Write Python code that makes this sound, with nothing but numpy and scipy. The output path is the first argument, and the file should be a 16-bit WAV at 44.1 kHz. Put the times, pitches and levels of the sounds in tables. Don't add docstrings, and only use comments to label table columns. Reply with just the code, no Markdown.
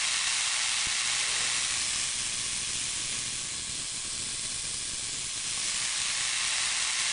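import sys
import numpy as np
from scipy import signal
from scipy.fft import rfft, irfft
from scipy.io import wavfile

SR = 44100
rng = np.random.default_rng(int(sys.argv[2]) if len(sys.argv) > 2 else 0)


def dump(signal):
    limited = np.clip(np.atleast_2d(signal).T, -1, 1)
    pcm = np.round(limited * 32767).astype(np.int16)
    wavfile.write(sys.argv[1], SR, pcm)


N = 314327
TIME = np.arange(N) / SR
RIPPLE_HZ = 120.19
CUTOFF_HZ = 10100

# (time [s], height [0 level with the foil, 1 above it])
MIC_PATH = [(0, 1), (1.2, 1), (1.55, 0.92), (1.9, .42), (2.8, 0.28), (3.25, 0.28), (3.7, 0.11),
            (4.8, 0.031), (5.3, 0.22), (5.6, 0.37), (6.1, .82), (6.45, 1), (7.13, .97)]


def from_db(db):
    return 10 ** (np.asarray(db) / 20)


def rms_one(x):
    return x / np.sqrt(np.mean(x ** 2) + 1e-20)


def in_time(rows):
    times, *columns = np.transpose(rows)
    return [np.interp(TIME, times, column) for column in columns]


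def at_hz(points, hz):
    corners, db = np.transpose(points)
    return np.interp(np.log(hz + 1), np.log(corners), db)


def low_pass(x, hz):
    pole = np.exp(-2 * np.pi * hz / SR)
    return signal.lfilter([1 - pole], [1, -pole], x + 1e-18)


def drift(hz):
    noise = rng.standard_normal(N + SR)
    return rms_one(low_pass(low_pass(noise, hz), hz)[SR:])


def moving_filter(x, db_at, size=2048):
    hop = size // 4
    starts = np.arange(0, N + hop, hop)
    padded = np.pad(x, (hop, size))
    blocks = padded[starts[:, None] + np.arange(2 * hop)] * signal.get_window("hann", 2 * hop)
    hz = np.fft.rfftfreq(size, 1 / SR)
    gains = from_db(db_at(np.minimum(starts, N - 1)[:, None], hz))
    cepstrum = irfft(np.log(gains))
    cepstrum[:, 1:size // 2] *= 2
    cepstrum[:, size // 2 + 1:] = 0
    filtered = irfft(rfft(blocks, size) * np.exp(rfft(cepstrum)))
    out = np.zeros(N + 2 * size)
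    for start, block in zip(starts, filtered):
        out[start:start + size] += block
    return out[hop:hop + N]


def noise_floor():
    return from_db(-61) * rms_one(low_pass(rng.standard_normal(N), 350))


def rumble(level_db):
    noise = rng.standard_normal(N)
    return from_db(level_db) * rms_one(low_pass(low_pass(noise, 50), 50))


def hum(level_db):
    return -from_db(level_db) * np.sin(2 * np.pi * RIPPLE_HZ * (TIME - .001))


def rustle(low_hz, high_hz):
    # (start time [s], rms level while held [dB])
    rustles = [(1.13, -52)]
    attack_s, hold_s, release_s = 0.15, 0.16, 0.17
    corners = np.cumsum([0, attack_s, hold_s, release_s])
    envelope = sum(from_db(db) * np.interp(TIME - s, corners, [0, 1, 1, 0]) for s, db in rustles)
    band = signal.butter(2, [low_hz, high_hz], "band", fs=SR, output="sos")
    return envelope * rms_one(signal.sosfilt(band, rng.standard_normal(N)))


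def knocks():
    # (time [s], level [dB])
    knock_times = [(5.575, -37)]
    # (frequency [Hz], level relative to the knock [dB], time to fall 60 dB [s])
    modes = [(820, -5, .025), (1120, 1, .035)]
    out = np.zeros(N)
    for s, db in knock_times:
        age = np.maximum(TIME - s, 0)
        for hz, mode_db, t60 in modes:
            decay = np.exp(-np.log(1000) * age / t60)
            out += from_db(db + mode_db) * decay * np.sin(2 * np.pi * hz * age)
    return out


def hard_sparks(thud_s, dip, dip_s):
    # (time [s], snap impulse [dB], thud peak [dB])
    spark_list = [(0.871, -17, -29)]
    sound, hiss_gain = np.zeros(N), np.ones(N)
    for s, snap_db, thud_db in spark_list:
        age = np.maximum(TIME - s, 0)
        sound[round(s * SR)] -= from_db(snap_db)
        sound -= from_db(thud_db) * age / thud_s * np.exp(1 - age / thud_s)
        hiss_gain *= 1 - dip * (age > 0) * (age < dip_s)
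    return sound, hiss_gain


def large_discharges(ripple, per_s, depth, unevenness, spread_db):
    charge = np.cumsum(per_s * np.maximum(1 + depth * ripple, 0)) / SR
    draws = rng.standard_normal((4000, 2))
    thresholds = np.cumsum(np.exp(unevenness * draws[:, 0]))
    at = np.searchsorted(charge, thresholds)
    clicks = np.zeros(N)
    clicks[at[at < N]] = from_db(spread_db * np.clip(draws[at < N, 1], -2, 2))
    return clicks


def thuds(clicks, corner_hz):
    blips = low_pass(low_pass(low_pass(-clicks, corner_hz), corner_hz), 2 * corner_hz)
    return signal.sosfilt(signal.butter(1, 11, "high", fs=SR, output="sos"), blips)


def discharges(per_s, spread_db):
    happens = rng.random(N) < per_s / SR
    return happens * from_db(spread_db * np.clip(rng.standard_normal(N), -2, 2))


def fizz(ripple, per_s, depth, spread_db):
    rate = per_s * np.maximum(1 + depth * ripple, 0)
    return rms_one(discharges(rate, spread_db) * rng.choice([-1, 1], N))


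def corona(ripple, snaps, split_hz, snap_db, flutter_db):
    streamers = fizz(ripple, per_s=9000, depth=.42, spread_db=3.5)
    glow = fizz(ripple, per_s=20000, depth=0.23, spread_db=4.0)
    hiss = signal.sosfilt(signal.butter(2, split_hz, "low", fs=SR, output="sos"), streamers)
    hiss += signal.sosfilt(signal.butter(2, split_hz, "high", fs=SR, output="sos"), glow)
    flutter = from_db(flutter_db * drift(8.1))
    scatter = np.sqrt(low_pass(snaps ** 2, 260)) * rng.standard_normal(N)
    return rms_one(hiss * flutter - from_db(snap_db) * rms_one(1.02 * snaps + scatter))


def room(x, t60, wet_db, early_db, count=10):
    height = low_pass(in_time(MIC_PATH)[0] - 1, 2) + 1
    delays_s = np.geomspace(.002, .016, count) * rng.uniform(.9, 1.1, count)
    slides_s = rng.uniform(-.0018, .0018, count)
    out = x.copy()
    for delay_s, slide_s in zip(delays_s, slides_s):
        lag = np.round((delay_s + slide_s * height) * SR).astype(int)
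        out += from_db(early_db) * rng.choice([-1, 1]) * x[np.clip(np.arange(N) - lag, 0, N - 1)]
    lingering_power = low_pass(x ** 2, np.log(1000) / (np.pi * t60))
    return out + from_db(wet_db) * np.sqrt(lingering_power) * rng.standard_normal(N)


def heard_from(x, board_echo, wall_echo):
    # (frequency [Hz], relative spectral level [dB])
    above = [(100, -22.5), (480, -19.5), (680, -10), (850, -5.5), (1400, -5), (1900, 2.26), (3000, 2),
             (4000, 4), (4700, 0), (5700, 0.8), (6600, -0.5), (8200, 0.04), (10000, -3)]
    # (frequency [Hz], relative spectral level [dB])
    sideways = [(100, -18.5), (450, -19), (600, -15.5), (800, -14.5), (1400, -11), (1900, -6.5), (3000, -2),
                (4000, -5), (4700, -2.5), (5700, -0.8), (6500, -1.7), (8000, 1.5), (10000, -3.5)]
    # (centre [Hz], width [Hz], boost from above [dB], boost from the side [dB])
    resonances = [(1106, 140, 7, 5.5), (1600, 160, -0.5, 1.5), (2224, 240, 3.5, -2.3), (2330, 280, -2, 4.5),
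                  (2760, 260, 1.6, -2), (3430, 330, -1.5, 3.5), (4104, 310, -0.8, 5.5), (5130, 240, 0, 3),
                  (8600, 140, 2.5, -2.5), (9580, 900, 2, 5)]
    # (level with the foil [ms], above it [ms])
    board_echo_ms = (0.21, 0.58)
    wall_echo_ms = (1.85, 1.46)
    height, = in_time(MIC_PATH)

    def db_at(at, hz):
        up = height[at]
        db = up * at_hz(above, hz) + (1 - up) * at_hz(sideways, hz)
        for centre, width, above_db, side_db in resonances:
            bump = .5 ** ((2 * (hz - centre) / width) ** 2)
            db = db + (up * above_db + (1 - up) * side_db) * bump
        board_ms = np.interp(up, [0, 1], board_echo_ms)
        wall_ms = np.interp(up, [0, 1], wall_echo_ms)
        turn = -2j * np.pi * hz / 1000
        board = board_echo * (1 - up) * np.exp(turn * board_ms)
        wall = wall_echo * np.exp(turn * wall_ms)
        return db + 20 * np.log10(abs(1 + board + wall))
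    return moving_filter(x, db_at)


def scene():
    # (time [s], treble level before the hiss gain [dB])
    hiss_levels = [(0.0, -32), (0.95, -32.5), (2.06, -32.5), (2.16, -34.5), (3.14, -35), (3.61, -37.5),
                   (4.52, -36), (5.38, -36.5), (5.62, -33.5), (7.13, -32.5)]
    # (time [s], thud level [dB])
    thud_levels = [(0, -59.5), (.65, -60), (1.4, -54), (2.8, -50.5), (5.3, -50.5), (5.9, -55), (7.13, -59)]
    hiss_gain_db = 6
    hum_db, rumble_db = -11.5, -8
    (hiss_db,), (thud_db,) = in_time(hiss_levels), in_time(thud_levels)
    ripple = np.sin(2 * np.pi * RIPPLE_HZ * TIME)

    background = noise_floor() + rumble(thud_db + rumble_db) + hum(thud_db + hum_db)
    handling = rustle(low_hz=382, high_hz=700)
    sparks, spark_dip = hard_sparks(thud_s=0.00074, dip=0.38, dip_s=0.0052)

    snaps = large_discharges(ripple, per_s=230, depth=.6, unevenness=.85, spread_db=2.5)
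    pickup = from_db(thud_db) * rms_one(thuds(snaps, corner_hz=346))
    wire = corona(ripple, snaps, split_hz=4700, snap_db=-8.0, flutter_db=0.29)
    wire_in_room = room(wire, t60=0.12, wet_db=-8.5, early_db=-22.5)
    coloured = heard_from(wire_in_room, board_echo=0.14, wall_echo=0.067)
    hiss = from_db(hiss_db + hiss_gain_db) * coloured

    mix = background + handling + knocks() + sparks + pickup + hiss * spark_dip
    return np.tile(mix, (2, 1))


def record(dry):
    taps = signal.firwin(801, CUTOFF_HZ, window=("kaiser", 8), fs=SR)
    return signal.fftconvolve(dry, taps[None], "same", axes=1)


dry = scene()
out = record(dry)
dump(out)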